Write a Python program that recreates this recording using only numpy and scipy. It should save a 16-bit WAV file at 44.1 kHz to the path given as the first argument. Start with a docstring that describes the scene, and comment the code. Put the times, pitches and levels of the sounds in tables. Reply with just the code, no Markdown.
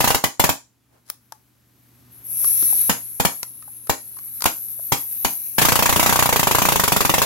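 """Air palm nailer on a wheel hub

A piston pounds the rim of a hub in a small workshop: single blows, short bursts, then a run of 22 to 32
blows a second. Each stroke is a valve spit, a hard pop that sets the wheel ringing, and a turbulent
blast of exhaust. Between strokes the valve leaks with a high hiss and the nose of the tool clicks on
the steel. A mains hum lies underneath."""
import sys
import numpy as np
from scipy import signal
from scipy.fft import rfft, irfft, next_fast_len
from scipy.io import wavfile
from scipy.ndimage import uniform_filter1d, map_coordinates

SR = 44100
rng = np.random.default_rng(int(sys.argv[2]) if len(sys.argv) > 2 else 0)


def digitize_waveform(pressure):
    """Quantize a signal to 16-bit integers and store it at the path in sys.argv[1].

    Rows of a 2-D input are taken as channels; values are limited to [-1, 1].
    """
    field = np.atleast_2d(pressure).T
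    bounded = np.clip(field, -1, 1)
    quanta = np.round(bounded * 32767).astype(np.int16)
    wavfile.write(sys.argv[1], SR, quanta)


N = 319725
TIME_S = np.arange(N) / SR
ANTIPHASE = np.array([[1], [-1]])


def amp(db):
    """Decibels as an amplitude ratio."""
    return 10 ** (np.asarray(db) / 20)


def unit(x):
    """Normalisation to an rms of 1."""
    return x / np.sqrt(np.mean(x ** 2) + 1e-20)


def along(points, hz):
    """Interpolation of (frequency_hz, value) points on a logarithmic frequency axis."""
    knots_hz, values = np.transpose(points)
    return np.interp(np.log(hz + 1), np.log(knots_hz + 1), values)


def curve(points, at_s=TIME_S):
    """Linear interpolation of (time_s, value) points."""
    return np.interp(at_s, *np.transpose(points))


def wobble(rate_hz, step=16):
    """Smooth random modulation: a spline through rate_hz Gaussian knots a second."""
    coarse = np.arange(0, N + step, step)
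    knots = rng.standard_normal(int(N * rate_hz / SR) + 4)
    return np.interp(np.arange(N), coarse, map_coordinates(knots, [coarse * rate_hz / SR]))


def filtered(x, response):
    """Zero-phase filtering: the spectrum is multiplied by a frequency response."""
    size = next_fast_len(N + SR // 2)
    return irfft(rfft(x, size) * response(np.fft.rfftfreq(size, 1 / SR)), size)[..., :N]


def pan(db):
    """Channel gains for a level difference, left minus right."""
    return amp([[db / 2], [-db / 2]])


def noise(spectrum):
    """Spectrally shaped noise of rms 1, uncorrelated between the channels."""
    return unit(filtered(rng.standard_normal((2, N)), lambda hz: amp(along(spectrum, hz))))


def add(track, start_s, sound):
    """Superposition of a sound on a track."""
    start = max(round(start_s * SR), 0)
    part = track[..., start:start + sound.shape[-1]]
    part += sound[..., :part.shape[-1]]


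def fade(t, attack_s, t60_s):
    """Exponential rise and decay from t = 0."""
    t = np.maximum(t, 0)
    return (1 - np.exp(-t / attack_s)) * amp(-60 * t / t60_s)


def ring(t, hz, attack_s, t60_s):
    """Free vibration of one damped mode."""
    return np.sin(2 * np.pi * hz * t) * fade(t, attack_s, t60_s)


# Course of the hum: time_s, level_db
HUM_LEVEL = [(0.65, -70), (1.69, -65), (2.41, -53), (2.77, -51.5), (2.91, -54), (3.18, -61), (5.5, -60)]
# Harmonics of the hum: pitch_hz, relative_db
HUM_HARMONICS = [(120, 1.5), (240, -11), (360, -28.5)]
# Spectrum of the room's rush: frequency_hz, density_db
AMBIENT_SPECTRUM = [(25, -32), (70, 1.5), (130, -5), (280, -1.5), (500, -15.5), (1000, -15), (3000, -20),
                    (8000, -22.5), (15500, -25.5)]


def mains_hum(rush_db=-60, rush_swell=0.86):
    """A harmonic series wavers in phase and level, over a low rush of the room that swells with it."""
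    hum_db = curve(HUM_LEVEL)
    hum = unit(sum(amp(db) * np.sin(2 * np.pi * hz * TIME_S + .2 * wobble(5))
                   for hz, db in HUM_HARMONICS))
    mid, side = noise(AMBIENT_SPECTRUM)
    rush = mid + 0.51 * side * ANTIPHASE
    swell_db = rush_swell * (hum_db - hum_db.mean())
    return amp(hum_db + 1 + wobble(14)) * hum + amp(rush_db + swell_db) * rush


# Reverberation time of the workshop: frequency_hz, t60_s
REVERB_TIMES = [(80, 0.091), (300, 0.23), (1000, 0.22), (3000, 0.2), (7000, 0.29), (15000, 0.16)]


def reverberation(x, steps=12, onset_s=0.0057):
    """Diffuse reflections decay exponentially; their pattern drifts as hand and listener move."""
    out = np.zeros((2, N))
    hop = N // steps + 1
    for k in range(steps + 1):
        hz, t, spectra = signal.stft(rng.standard_normal((2, SR // 2)), SR, nperseg=256)
        decay = amp(-60 * t / along(REVERB_TIMES, hz)[:, None])
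        tail = signal.istft(spectra * decay, SR, nperseg=256)[1]
        tail *= 1 - np.exp(-(np.arange(tail.shape[1]) / SR / onset_s) ** 2)
        tail /= np.linalg.norm(tail[0])
        start = max((k - 1) * hop, 0)
        n = np.arange(start, min((k + 1) * hop, N))
        crossfade = 1 - abs(n / hop - k)
        add(out, start / SR, signal.fftconvolve(x[:, n] * crossfade, tail, axes=1))
    return out


# Echoes from floor and walls: delay_s, gain_db, left_minus_right_db
REFLECTIONS = [(0.0123, -16, -3), (.0375, -22.5, 5), (0.046, -25.5, 2)]


def early_reflections(x):
    """Specular reflection: each near surface returns a delayed, weaker copy."""
    out = np.zeros((2, N))
    for delay_s, db, side_db in REFLECTIONS:
        add(out, delay_s, amp(db) * pan(side_db) * x.mean(axis=0))
    return out


# Spectrum of rubbing cloth: frequency_hz, density_db
CLOTH_SPECTRUM = [(150, -9), (600, 0), (1500, -8), (3000, -18.5), (12000, -20)]


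def sleeve():
    """Friction noise: a sleeve brushes softly as the arm draws back."""
    level_db = curve([(.85, -92), (.92, -63.5), (.98, -61.5), (1.05, -90), (1.1, -120)])
    return amp(level_db + 2 * wobble(75)) * noise(CLOTH_SPECTRUM)


# Pitch of the whistle, shifting as the tool tilts: time_s, pitch_hz
WHISTLE_PITCH = [(2.3, 11500), (2.8, 11250), (3.4, 11350), (3.8, 11100), (4.2, 11500), (4.7, 11550),
                 (5.5, 11450)]


def whistle(half_width_hz=600, drift_hz=90):
    """A fuzzy flow tone: narrow-band noise centred on a wandering pitch near 11 kHz."""
    bands = unit(filtered(rng.standard_normal((2, 2, N)), lambda hz: 1 / (1 + (hz / half_width_hz) ** 3)))
    phase = 2 * np.pi * np.cumsum(curve(WHISTLE_PITCH) + drift_hz * wobble(18)) / SR
    return bands[0] * np.cos(phase) + bands[1] * np.sin(phase)


# Strength of the edge tone against the hiss: time_s, relative_db
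EDGE_LEVEL = [(4.3, -25), (4.6, -2), (5.5, -12.5)]


def edge_tone(pitch_hz=12000, half_width_hz=170):
    """A jet oscillating at an edge gives a keen, narrow resonance peak."""
    white = rng.standard_normal((2, N))
    tone = unit(filtered(white, lambda hz: 1 / (1 + ((hz - pitch_hz) / half_width_hz) ** 2)))
    return amp(curve(EDGE_LEVEL)) * tone


def shifting_colour(x, depth_db):
    """Spectral modulation: frequency bands swell and fade independently, at random."""
    spectra = signal.stft(x, nperseg=512)[2]
    field = rng.standard_normal(spectra.shape[1:])
    field = uniform_filter1d(field, size=5, axis=0)  # across frequency
    field = uniform_filter1d(field, size=70, axis=1)  # across time
    gain = amp(depth_db * unit(field))
    return signal.istft(spectra * unit(gain), nperseg=512)[1][:, :N]


# Hiss of the flow through the valve: time_s, level_db
HISS_LEVEL = [(.8, -70), (1.25, -59), (1.58, -63), (1.85, -55), (2.1, -54), (2.125, -46), (2.23, -46.5),
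              (2.255, -33), (2.46, -18.5), (2.88, -17.5), (2.91, -33.5), (3.4, -34.5), (3.46, -40.5),
              (3.98, -40.5), (4.28, -34), (4.95, -32.5), (5.2, -28), (5.55, -30.5)]
# Spectrum of the broad rush: frequency_hz, density_db
RUSH_SPECTRUM = [(200, -28.5), (1000, -24.5), (1600, -19), (2050, -22), (2500, -16), (3100, -25),
                 (3950, -16), (4750, -22.5), (6000, -10), (7900, -21.5), (9700, -10.5), (12500, -1.5),
                 (14000, -10), (15300, -5)]
# Fizz of the finest jets against the hiss: time_s, relative_db
FIZZ_LEVEL = [(2.4, -17), (2.85, -32), (3.2, -13), (3.7, -11.5), (4.3, -20), (4.8, -15), (5.1, -8),
              (5.55, -6)]
# Spectrum of the fizz: frequency_hz, density_db
FIZZ_SPECTRUM = [(10000, -53.5), (13000, -13.5), (14000, -1.5), (14600, -6.5), (15200, -2.5), (16000, -9)]


def valve_leak(running_db=-6):
    """Jet noise: air flutters past the barely open valve as a rush, a fizz and two flow tones."""
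    running = TIME_S > LONG_RUN_RATE[0][0]  # the running piston takes the air
    hiss_db = curve(HISS_LEVEL) + running_db * running
    whistle_db = np.interp(hiss_db, [-56, -45], [-10, .5])  # a feeble flow hardly whistles
    tones = amp(whistle_db) * whistle() + edge_tone()
    flutter_db = 0.93 * wobble(25) + .6 * wobble(130)
    rush = amp(-7) * noise(RUSH_SPECTRUM)
    fizz = amp(curve(FIZZ_LEVEL)) * noise(FIZZ_SPECTRUM)
    jet = shifting_colour(rush + fizz, depth_db=2.5)
    return amp(hiss_db + flutter_db) * (tones + jet) * pan(db=4)


# Spectrum of the closing valve's spit: frequency_hz, density_db
CLOSING_SPECTRUM = [(1000, -22), (3000, -14), (5000, -7), (8000, -18), (10500, -3), (13000, -8),
                    (15500, 3.5)]


def valve_closing(start_s=1.1005, level_db=-6.5):
    """A flow transient: the valve snaps shut with one spit of air as the tool lifts off."""
    burst = fade(TIME_S - start_s, attack_s=.0003, t60_s=.012)
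    return amp(level_db) * burst * noise(CLOSING_SPECTRUM) * pan(db=2.5)


# Spectrum shared by scrape, nose clicks and stroke spits: frequency_hz, density_db
CLICK_SPECTRUM = [(200, -8), (1300, 0), (2800, -8.5), (5000, -0.5), (8000, -4), (11000, 3), (15500, -11.5)]


def nose_scrape(start_s=1.055, end_s=1.1, final_db=-50, rise_db=15):
    """Sliding friction: rust grates in gritty ticks as the nose slips off the hub."""
    progress = (TIME_S - start_s) / (end_s - start_s)
    sliding = (progress > 0) & (progress < 1)
    grit_db = 4 * wobble(250)
    level_db = final_db - rise_db * (1 - np.clip(progress, 0, 1)) + grit_db
    return sliding * amp(level_db) * noise(CLICK_SPECTRUM) * pan(db=4.5)


# Contacts of nose and hub: start_s, level_db, pitch_hz, click_relative_db
CONTACTS = [(1.0996, -30, 1300, 9), (1.322, -20, 885, -7.5), (2.444, -20, 1130, 0.5), (2.626, -23, 280, 1),
            (2.728, -20, 790, -24), (3.43, -22.5, 1110, 8.5), (3.624, -31.5, 1400, -7),
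            (3.678, -30, 830, -24), (3.871, -32, 1377, 1), (4.168, -30.5, 1070, -9),
            (4.188, -33, 1134, -0.5), (4.406, -30.5, 1240, 9), (4.421, -20, 1086, 8.5),
            (4.4414, -14, 1060, 6), (4.793, -28.5, 810, -29)]
# Modes of the nose: frequency_ratio, relative_db
NOSE_MODES = [(.8, -15.5), (1, 2), (1.2, -7), (1.5, -11.5), (1.85, -11)]


def nose_contacts():
    """Impact of steel on rusty steel: heavily damped modes knock, and a noise burst clicks."""
    knocks, clicks = np.zeros((2, N)), np.zeros(N)
    t = np.arange(SR // 10) / SR
    snap = fade(t, attack_s=.0005, t60_s=.016)
    for start_s, db, pitch_hz, click_db in CONTACTS:
        for ratio, mode_db in NOSE_MODES:
            mode_hz = ratio * pitch_hz * np.exp(0.055 * rng.standard_normal())
            mode = ring(t, mode_hz, attack_s=0.0011, t60_s=.026)
            add(knocks, start_s, amp(db + mode_db - 6.5) * mode)
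        add(clicks, start_s, amp(db + click_db + 1) * snap)
    return (knocks + clicks * noise(CLICK_SPECTRUM)) * pan(db=4.5)


def air_puffs(strokes):
    """Near-field flow: expelled air pushes the two channels in antiphase, making a low thump."""
    out, t = np.zeros(N), np.arange(SR // 8) / SR
    for start_s, _, air_db in strokes:
        scatter_db, detune = rng.standard_normal(2)
        thump = ring(t, hz=72 * np.exp(.1 * detune), attack_s=0.0064, t60_s=.07)
        add(out, start_s, -amp(air_db + 7.5 + scatter_db) * thump)
    return out * ANTIPHASE


def glancing_paths(jet, starts_s, gain=0.4, paths=3):
    """Comb filtering: the jet glances off hand, hub and rim by paths that change as the tool jumps."""
    n, out = np.arange(N), jet.copy()
    stroke = np.searchsorted(starts_s, TIME_S)
    delays_s = rng.uniform(.0003, .0022, (len(starts_s) + 1, 2, paths))
    for channel in range(2):
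        for path in range(paths):
            lag = (delays_s[stroke, channel, path] * SR).astype(int)
            out[channel] += gain * jet[channel, np.maximum(n - lag, 0)]
    return out / np.sqrt(1 + paths * gain ** 2)


# Spectrum of the exhaust jet: frequency_hz, density_db
EXHAUST_SPECTRUM = [(30, -18), (70, -7.5), (150, 1.5), (400, 0), (900, -.5), (1500, -2.5), (2600, -3),
                    (4300, -7.5), (5800, -8), (6800, -4.5), (8500, -10.5), (11000, -6.5), (13000, -4),
                    (15500, -7.5)]


def exhaust(strokes, spit_lead_s=.0022):
    """Turbulent discharge: the valve spits just before each stroke, then the cylinder dumps its air."""
    blast, spit = np.zeros(N), np.zeros(N)
    t = np.arange(SR // 6) / SR
    opening = fade(t, attack_s=.001, t60_s=.012)
    for start_s, _, air_db in strokes:
        size, length = rng.standard_normal(2)
        outflow = fade(t, attack_s=.0017, t60_s=.062 * np.exp(.15 * length))
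        add(blast, start_s, amp(air_db + 11) * outflow)
        add(spit, start_s - spit_lead_s, amp(air_db + 6 + 3 * size) * opening)
    ragged = amp(1.4 * np.array([wobble(700), wobble(700)]))
    jet = glancing_paths(noise(EXHAUST_SPECTRUM), strokes[:, 0])
    return blast * ragged * jet * pan(db=0.5) + spit * noise(CLICK_SPECTRUM) * pan(db=4.5)


# Hold of the tool on the hub, from light (0) to firm (1): time_s, firmness
HOLD = [(.15, 0.3), (.25, 0.15), (5.3, 0), (5.7, 1)]
# Modes of wheel and tyre under each hold: pitch_hz, light_db, firm_db
WHEEL_MODES = [(147, -39, -37), (269.4, -24, -33), (324, -33.5, -40), (707, -36, -36.5), (798.6, -26, -34),
               (883, -29, -42), (949, -26.5, -23), (1050, -35, -36), (1130, -45.5, -29.5)]


def piston_blows(strokes):
    """Impulse excitation: the piston lands with a brief pressure pop, and the wheel's modes ring on."""
    out, t = np.zeros((2, N)), np.arange(SR // 5) / SR
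    pop_t = t[:SR // 50]
    mode_hz, light_db, firm_db = np.transpose(WHEEL_MODES)
    modes = ring(t, mode_hz[:, None], attack_s=0.0093, t60_s=.16)
    for start_s, pop_db, _ in strokes:
        firmness = np.clip(curve(HOLD, start_s), 0, 1)
        detune = np.exp(0.051 * rng.standard_normal())
        pop_hz = (880 + 130 * firmness) * detune  # a firm hold tightens the pop
        near = amp(4) * ring(pop_t, pop_hz, attack_s=.0001, t60_s=0.0054)
        far = amp(3) * ring(pop_t - .00018, pop_hz, attack_s=0.000097, t60_s=0.0071)
        add(out, start_s, amp(pop_db) * np.array([near, far]))
        mode_db = light_db + firmness * (firm_db - light_db) + 2 * rng.standard_normal(len(mode_hz))
        add(out, start_s, amp(pop_db + mode_db) @ modes)
    return out


def free_run(rates, surplus_db, surplus_s=0.23, usual_hz=28):
    """Self-sustained oscillation: one blow a cycle, harder when a slow cycle fills the cylinder more."""
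    start_s, end_s = rates[0][0], rates[-1][0]
    t = np.arange(round(start_s * SR), round(end_s * SR)) / SR
    cycles = np.cumsum(curve(rates, t)) / SR
    starts_s = np.interp(np.arange(np.ceil(cycles[-1])), cycles, t)
    octaves_slower = np.log2(usual_hz / curve(rates, starts_s))
    # a rested hose holds extra air, which is soon used up
    hose_db = surplus_db * np.exp(-((starts_s - start_s) / surplus_s) ** 2)
    pop_scatter, air_scatter = rng.standard_normal((len(starts_s), 2)).T
    pop_db = -3.5 + 2 * octaves_slower + 1.7 * pop_scatter
    air_db = -18.5 + 2.5 * octaves_slower + hose_db + 0.32 * air_scatter
    return np.column_stack([starts_s, pop_db, air_db])


# Stroke rate in the opening burst: time_s, rate_hz
SHORT_RUN_RATE = [(0.0053, 24.5), (0.093, 34.7904), (0.16, 13.1698)]
# Lone strokes and stutters of two or three: start_s, pop_db, air_db
LONE_STROKES = [(0.2399, -2, -18), (0.3971, -2, -15), (0.4402, -1.5, -15.5), (0.4919, -3.5, -17),
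                (2.8954, -5, -17.5), (3.2004, -4, -17), (3.2509, -2.5, -16.5), (3.8963, -2, -17),
                (4.4569, -1, -16), (4.9213, -4, -17.5), (5.2486, -5, -17)]
# Stroke rate in the closing run: time_s, rate_hz
LONG_RUN_RATE = [(5.584, 30.69), (5.752, 27.05), (5.778, 30.46), (5.966, 28.52), (6.05, 31.23),
                 (6.407, 28.74), (6.449, 23.69), (6.635, 30.13), (6.749, 27.42), (6.821, 24.32),
                 (7.144, 22.05), (7.24, 31.86)]


def piston_strokes():
    """The impulse train that drives pops, puffs and exhaust: rows of start_s, pop_db, air_db."""
    short_run = free_run(SHORT_RUN_RATE, surplus_db=0)
    long_run = free_run(LONG_RUN_RATE, surplus_db=2)
    return np.vstack([short_run, LONE_STROKES, long_run])


def scene():
    """Superposition of the direct sound of tool and hub, the workshop's reflections and its hum."""
    strokes = piston_strokes()
    blows, air = piston_blows(strokes), exhaust(strokes)
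    nose_and_valve = nose_contacts() + nose_scrape() + valve_leak() + valve_closing()
    into_room = amp(-9.5) * blows + amp(-3.5) * air + amp(-14) * nose_and_valve
    echoes = reverberation(into_room) + early_reflections(blows)
    return blows + air + nose_and_valve + air_puffs(strokes) + echoes + sleeve() + mains_hum()


def record(dry, ceiling=.9, cutoff_hz=15850):
    """Soft saturation rounds the loudest peaks; a steep low-pass filter limits the band."""
    rounded = dry / (1 + np.abs(dry / ceiling) ** 6) ** (1 / 6)
    return filtered(rounded, lambda hz: 1 / np.sqrt(1 + (hz / cutoff_hz) ** 240))


dry = scene()
out = record(dry)
digitize_waveform(out)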